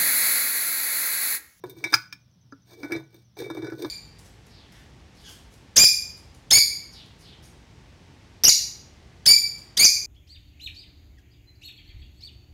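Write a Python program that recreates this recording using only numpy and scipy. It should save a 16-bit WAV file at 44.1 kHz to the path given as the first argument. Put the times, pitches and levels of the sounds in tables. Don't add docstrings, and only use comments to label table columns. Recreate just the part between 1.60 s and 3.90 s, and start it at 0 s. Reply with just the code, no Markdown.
import sys
import numpy as np
from scipy import signal
from scipy.fft import rfft, irfft
from scipy.io import wavfile

SR = 44100
rng = np.random.default_rng(int(sys.argv[2]) if len(sys.argv) > 2 else 0)


def unload_wav(signal):
    wavfile.write(
        sys.argv[1],
        SR,
        np.round(np.clip(np.atleast_2d(signal).T, -1, 1) * 32767).astype(np.int16),
    )


N = 101429

# f/Hz, level/dB, t60/s
POT_MODES = [(2293, 0, .125), (3642, -9, .11), (1922, -14, .14), (2122, -17, .15), (750, -17, .04),
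             (990, -13, .03), (1690, -4, .07), (2365, -14, .08), (3740, -16, .05), (4005, -17, .1),
             (4900, -14, .09), (5105, -16, .09), (5635, -16, .1), (5850, -17, .1), (6150, -16, .07),
             (7730, -20, .06), (8620, -16, .06), (8830, -16, .06), (10000, -23, .05), (14420, -13, .07),
             (14680, -16, .04)]
LID_MODES = [(970, -13, .05), (1215, -14, .04), (1675, -1, .042), (1357, -3, .05), (4815, -6, .05),
             (5060, -8, .05), (2335, -3, .045), (3133, -22, .05), (3600, -17, .04), (4317, -17, .04),
             (4500, -9, .04), (5170, -13, .04), (5632, -16, .05), (6260, -9, .045), (7850, -19, .025),
             (9780, -24, .025), (13550, -19, .02), (15230, -17, .03)]
COUNTER_MODES = [(72, 5.5, 0.057), (118, 5, 0.23), (137.1, 3, 0.37)]
STRENGTH_HZ = [900, 1400, 2300, 3700, 5000, 14000]
# t/s, air f/Hz, air level/dB, thud level/dB, wall level/dB, lid against pot/dB,
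# clack f/Hz, ring length factor, then strength/dB at each of STRENGTH_HZ
CONTACTS = [(0.038, 366.3, -22.5, -47.5, -58, -6, 5080, 0.61, -18, -36, -47, -35.5, -51.5, -34),
            (0.096, 374, -44, -66, -72, -34, 4870, 1.15, -56, -56, -55, -40, -47.5, -29),
            (0.166, 326.6, -43.5, -51, -70.5, -32, 4934, 2.2, -44, -63, -75, -68, -69, -48),
            (0.2398, 322, -31, -48.5, -47.5, -10.5, 5310, 1.12, -24.5, -35, -18, -27, -24, -29),
            (.2505, 350, -34, -52, -70, -25, 4934, 1, -33, -50, -27, -48, -44, -52),
            (.3232, 308, -27.5, -47.5, -71, -32, 4900, 1.1, -36, -33, -36.5, -27, -30, -27),
            (.330, 315, -54, -50, -68, -28, 4934, 0.45, -11, -12, -25.5, -17, -18, -29),
            (.3387, 315, -33, -48, -45, 14, 4934, .9, -12, -10, -12, -15, -11, -13),
            (.3415, 334.4, -31, -40, -36.5, 21.5, 4930, 0.74, -12.5, -43, -4, -11.5, -9.5, -5.5),
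            (0.5255, 288, -52, -65, -60.5, 22.5, 5390, 1.16, -40.5, -42.5, -28.5, -29, -36, -29.5),
            (0.9236, 277, -34.5, -64, -69, 23.5, 4930, 0.8, -44, -33.5, -62.5, -59, -53, -65.5),
            (1.2313, 288, -24.5, -53.5, -41.5, -15, 4960, 1.05, -28, -38.5, -33.5, -41.5, -35, -76),
            (1.309, 313.6, -26.5, -45, -46, -6, 5100, 1.4, -52, -38, -44, -57, -53, -65),
            (1.320, 327, -17, -44, -55, -14, 4934, 1.05, -28, -28, -24, -31, -30, -30),
            (1.350, 325, -23, -39.5, -62, -27, 4934, 1.22, -37, -43, -34, -37, -48, -60),
            (1.362, 321, -36.5, -45, -55, -16, 5060, 1, -46, -39, -37, -35, -38, -46),
            (1.543, 336, -42, -59.5, -74.5, -0.5, 4934, 0.72, -43.5, -60.5, -56.5, -44.5, -66, -39),
            (1.769, 434, -38.5, -55, -69.5, -17, 4934, 0.63, -31, -56, -53.5, -44.5, -50, -49.5),
            (1.787, 384.6, -33, -68, -65, -21, 4950, 1.94, -45, -53, -43, -37, -44.5, -40),
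            (1.800, 459, -23.5, -50.5, -64, -22.5, 4970, 0.7, -36, -42, -45, -49, -49, -43),
            (1.820, 375, -19.5, -73, -70, -3, 4870, 0.53, -30, -44, -43, -32, -58, -46),
            (1.842, 410, -54, -52.5, -60, -30, 4934, 2.05, -48, -64, -41.5, -35, -71, -60),
            (1.864, 387, -21.5, -72, -68, -21, 4934, 0.19, -38, -43, -54, -55, -56, -48),
            (1.9004, 327, -26, -54, -54, -25, 4800, 1.36, -23.5, -29, -51.5, -32.5, -43, -40),
            (1.910, 330, -20.5, -68, -65, -16, 4900, 0.27, -37, -46, -48, -52, -41, -62),
            (1.950, 367, -23, -53, -63, -25, 4934, 0.29, -38, -42, -48, -42, -63, -56),
            (1.969, 350, -30.5, -48.5, -64, -31, 4934, 1.47, -24.5, -46, -43, -40, -48, -49),
            (1.984, 308, -23.5, -52, -56, -22, 4934, 0.33, -38, -42, -50, -42, -56, -58),
            (2.02, 326, -39, -43, -58, -31, 4934, 0.84, -45, -35, -48, -36, -42.5, -53),
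            (2.044, 438, -40, -62, -44, -28, 5000, 2.2, -43, -38, -56, -37, -42.5, -58),
            (2.068, 341, -35, -47, -38.5, -22, 4880, 1.2, -49, -33.5, -47.5, -38.5, -38, -58),
            (2.1, 307, -36, -73, -58, -4, 4880, 0.25, -60, -36, -40.5, -58, -44, -40),
            (2.1205, 325, -24, -45, -61, -5.5, 5010, 1.05, -30.5, -34, -51, -46, -49, -66),
            (2.246, 319.6, -16, -45, -50.5, -20, 5000, 0.58, -15.5, -29.5, -44, -26.5, -34, -68.5)]
# f/Hz, level/dB
CRACK_SPECTRUM = [(200, -18), (450, 11), (700, 0), (1600, 11.5), (1800, 0.5), (2000, -15.5), (2350, -2.5),
                  (2900, -14), (3700, -3.5), (6200, -1), (7100, -10.5), (12000, -17.5), (15500, -16.5)]
# t/s, rumble level/dB, scuff level/dB, grit level/dB
DRAGS = [
    [(0.06, -36, -61, -57), (0.1, -42.5, -62, -56), (0.144, -49.5, -90, -71), (0.2, -52, -63, -53),
     (0.235, -38.5, -56, -60.5), (0.265, -43, -44.5, -51), (0.29, -76, -79, -48.5), (0.318, -46, -59, -47)],
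    [(1.05, -85, -79.5, -72.5), (1.092, -61.5, -64.5, -56.5), (1.13, -48.5, -53, -53),
     (1.16, -47, -75, -64.5), (1.22, -39, -62, -54), (1.255, -35, -42.5, -51.5), (1.29, -46, -60, -60),
     (1.315, -31.5, -41, -51), (1.35, -32.5, -45, -53), (1.43, -54.5, -61.5, -69),
     (1.494, -67.5, -83.5, -86), (1.548, -53, -67, -60), (1.63, -78, -90, -69)],
    [(1.765, -59.5, -52.5, -61), (1.792, -41, -48.5, -43), (1.825, -39.5, -50, -48.5),
     (1.885, -35.5, -60, -60), (1.925, -42.5, -70, -65), (1.96, -47, -68, -53), (1.976, -30.5, -52, -55),
     (2.01, -37.5, -69, -63), (2.046, -28.5, -41.5, -54.5), (2.085, -32, -53, -66), (2.11, -68, -55, -60),
     (2.14, -29.5, -56, -56), (2.17, -58, -67.5, -59.5), (2.19, -30, -63, -47), (2.24, -29.5, -46.5, -47.5),
     (2.26, -35, -54, -48), (2.3, -49, -78, -56)],
]
# f/Hz, level/dB
RUMBLE_SPECTRUM = [(150, -32), (240, -23.5), (285, 3.5), (335, 12), (370, 3.5), (410, 3), (462, 1.5),
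                   (570, -13.5), (1000, -24.5), (2200, -58.5)]
SCUFF_SPECTRUM = [(300, -25), (600, -2), (900, -6), (1250, -13.5), (1750, -8), (2000, -27.5), (2300, -17.5),
                  (2700, -40)]
GRIT_SPECTRUM = [(300, -15.5), (1400, -12.5), (2300, -1.5), (2900, -8.5), (3650, 7.5), (4300, 1),
                 (5000, 0.5), (6200, 0.5), (7100, -3.5), (8750, 1), (9400, -5.5), (12400, -2.5),
                 (14500, 0.5), (16000, -2)]
GLAZE_SPECTRUM = [(1500, 6), (2000, -3.5), (2900, -1.5), (3700, 4.5), (4350, 3.5), (5000, 5.5), (6200, 3.5),
                  (7000, -2.5), (8700, -1.5), (9400, -4.5), (15000, -1)]
# t/s, length/s, starting f/Hz, level/dB
SLIPS = [(0.254, 0.036, 3700, -44.5), (1.342, 0.021, 3910, -44.5)]
# f/Hz, level/dB
ROOM_TONE_SPECTRUM = [(25, -30.5), (40, -17), (55, -5), (90, -0.5), (130, 1), (185, 1), (270, -14),
                      (400, -21), (1000, -26), (2700, -32), (3400, -25.5), (4500, -29), (5800, -25),
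                      (7000, -45), (16000, -40.5)]

CLACK_HZ, CLACK_DB, CLACK_T60_S = 4934, 2.5, .038
LID_BEND = .328
WALL_HZ, WALL_T60_S = 1487, .38
CRACK_DB, CRACK_T60_S, AIR_T60_S = -6, .062, .12
CHINA_RISE_S, AIR_RISE_S, THUD_RISE_S = .0006, .0038, .016
RUMBLE_DB, SCUFF_DB, POT_GRIT_DB, GLAZE_DB, GLAZE_T60_S = -5.5, -4, -3.5, -7, .038
GRAINS_PER_S, GRAIN_SPREAD_DB, SNAGS_PER_S, SNAG_DB = 1100, 3.5, 95, -2.5
CATCH_HZ, CATCH_DB = 50.7, .5
SQUEAK_RISE_HZ_PER_S, SQUEAK_JITTER_HZ = 8000, 70.5
ROOM_DB, ROOM_T60_S, ROOM_TREBLE_T60_S, ROOM_DELAY_S = -15.5, .41, .23, .002
ROOM_TONE_DB, HUM_DB, HUM_HZ = -61, -62, 119.6
CHIRP_HZ, CHIRP_FALL_HZ_PER_S, CHIRP_WIDTH_HZ, CHIRP_DB = 6250, 11000, 300, -75.5
CHIRP_OFFSET_S, CHIRP_PERIOD_S, CHIRP_RISE_S, CHIRP_FADE_S = .597, .1042, .0085, .07
LOW_CUT_HZ, HIGH_CUT_HZ = 48, 15800


def lid_taps():
    out, t = np.zeros(N), np.arange(SR // 2) / SR
    for at, air_hz, air_db, thud_db, wall_db, lid_db, clack_hz, length, *strength_db in CONTACTS:
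        strength = list(zip(STRENGTH_HZ, strength_db))
        bend = (clack_hz / CLACK_HZ) ** LID_BEND
        lid_modes = [(hz * bend, db, t60) for hz, db, t60 in LID_MODES]
        lid_modes.append((clack_hz, CLACK_DB, CLACK_T60_S))
        lid = undb(lid_db) * ring(lid_modes, t, strength, length)
        pot = ring(POT_MODES, t, strength, length)
        china = (pot + lid) / np.hypot(1, undb(lid_db))
        wall = ring([(WALL_HZ, wall_db, WALL_T60_S)], t)
        glaze = unit(colour(rng.standard_normal(len(t)), CRACK_SPECTRUM))
        crack = undb(CRACK_DB) * colour(glaze, [(500, air_db)] + strength) * fade(t, CRACK_T60_S)
        air = undb(air_db) * np.sin(2 * np.pi * air_hz * t) * fade(t, AIR_T60_S * length)
        thud = undb(thud_db) * ring(COUNTER_MODES, t)
        layers = (china + wall + crack, CHINA_RISE_S), (air, AIR_RISE_S), (thud, THUD_RISE_S)
        for sound, rise_s in layers:
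            add(out, sound * (1 - np.exp(-t / rise_s)), at)
    return out


def grinding():
    t = np.arange(N) / SR
    ring_t = t[:SR // 2]
    rumble_gain, scuff_gain, grit_gain = gains = np.zeros((3, N))
    for drag in DRAGS:
        times, *levels_db = np.array(drag).T
        gains += [np.interp(t, times, undb(db), left=0, right=0) for db in levels_db]
    friction = colour(unit(grains()) + undb(SNAG_DB) * unit(snags()), GRIT_SPECTRUM)
    grit = grit_gain * unit(friction * undb(CATCH_DB * waver(CATCH_HZ)))
    glaze_ring = rng.standard_normal(len(ring_t)) * fade(ring_t, GLAZE_T60_S)
    glaze = undb(GLAZE_DB) * colour(resonate(grit, glaze_ring), GLAZE_SPECTRUM)
    bright_grit = colour(grit, [(5000, -3), (14000, 3)])
    pot = undb(POT_GRIT_DB) * resonate(bright_grit, ring(POT_MODES, ring_t))
    rumble = undb(RUMBLE_DB) * rumble_gain * unit(colour(grains(), RUMBLE_SPECTRUM))
    scuff = undb(SCUFF_DB) * scuff_gain * unit(colour(grains(), SCUFF_SPECTRUM))
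    return pot + glaze + rumble + scuff


def grains():
    size = undb(GRAIN_SPREAD_DB * np.minimum(rng.exponential(size=N), 4))
    return (rng.random(N) < GRAINS_PER_S / SR) * size * rng.choice([-1, 1], N)


def snags():
    out = np.zeros(N)
    holds = rng.gamma(2, .5, N // 100)
    at = (np.cumsum(holds) * SR / SNAGS_PER_S).astype(int)
    out[at[at < N]] = holds[at < N]
    return out


def squeaks():
    out = np.zeros(N)
    for at, length, hz, db in SLIPS:
        t = np.arange(int(length * SR)) / SR
        pitch = hz + SQUEAK_RISE_HZ_PER_S * t + SQUEAK_JITTER_HZ * waver(400)[:len(t)]
        swell = undb(db) * np.sin(np.pi * t / length)
        add(out, swell * np.sin(2 * np.pi * np.cumsum(pitch) / SR), at)
    return out


def kitchen(direct):
    t = np.arange(SR // 2) / SR
    noise = rng.standard_normal(len(t))
    low = colour(noise, [(3000, -11), (9000, -21.5)])
    tail = low * fade(t, ROOM_T60_S) + (noise - low) * fade(t, ROOM_TREBLE_T60_S)
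    onset = np.clip(t / ROOM_DELAY_S - .5, 0, 1)
    return direct + undb(ROOM_DB) * resonate(direct, tail * onset)


def background():
    t = np.arange(N) / SR
    hum = np.sin(2 * np.pi * HUM_HZ * t) * (1 + .4 * waver(12))
    age = (t - CHIRP_OFFSET_S) % CHIRP_PERIOD_S
    pitch = CHIRP_HZ - CHIRP_FALL_HZ_PER_S * age
    noise_band = np.sin(2 * np.pi * np.cumsum(pitch) / SR) * waver(CHIRP_WIDTH_HZ)
    chirp = noise_band * np.exp(-age / CHIRP_FADE_S) * np.minimum(age / CHIRP_RISE_S, 1)
    room_tone = colour(rng.standard_normal(N), ROOM_TONE_SPECTRUM)
    return undb(ROOM_TONE_DB) * unit(room_tone) + undb(HUM_DB) * unit(hum) + undb(CHIRP_DB) * unit(chirp)


def ring(modes, t, strength=((1, 0), (2, 0)), length=1):
    out = np.zeros(len(t))
    for k, (hz, db, t60) in enumerate(modes):
        gain = (-1) ** k * undb(db) * gain_at(hz, strength)
        out += gain * np.sin(2 * np.pi * hz * t) * fade(t, t60 * length)
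    return out


def resonate(x, response):
    return signal.fftconvolve(x, response / np.linalg.norm(response))[:N]


def waver(hz):
    return unit(colour(rng.standard_normal(N), [(hz / 2, 0), (hz * 2, -30), (hz * 10, -90)]))


def colour(x, points):
    return irfft(rfft(x) * gain_at(np.fft.rfftfreq(len(x), 1 / SR), points), len(x))


def gain_at(hz, points):
    f, db = np.array(points, float).T
    return undb(np.interp(np.log(np.maximum(hz, 1)), np.log(f), db))


def fade(t, t60):
    return np.exp(-np.log(1000) * t / t60)


def undb(db):
    return 10 ** (np.asarray(db) / 20)


def unit(x):
    return x / np.sqrt(np.mean(x ** 2))


def add(out, x, at):
    i = max(int(at * SR), 0)
    out[i:i + len(x)] += x[:N - i]


def scene():
    return (kitchen(lid_taps() + grinding() + squeaks()) + background())[None]


def record(dry):
    thin = signal.sosfilt(signal.butter(4, LOW_CUT_HZ, "high", fs=SR, output="sos"), dry)
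    rounded = .9 * np.tanh(thin / .9)
    return signal.sosfilt(signal.ellip(10, .2, 70, HIGH_CUT_HZ, fs=SR, output="sos"), rounded)


dry = scene()
out = record(dry)
unload_wav(out)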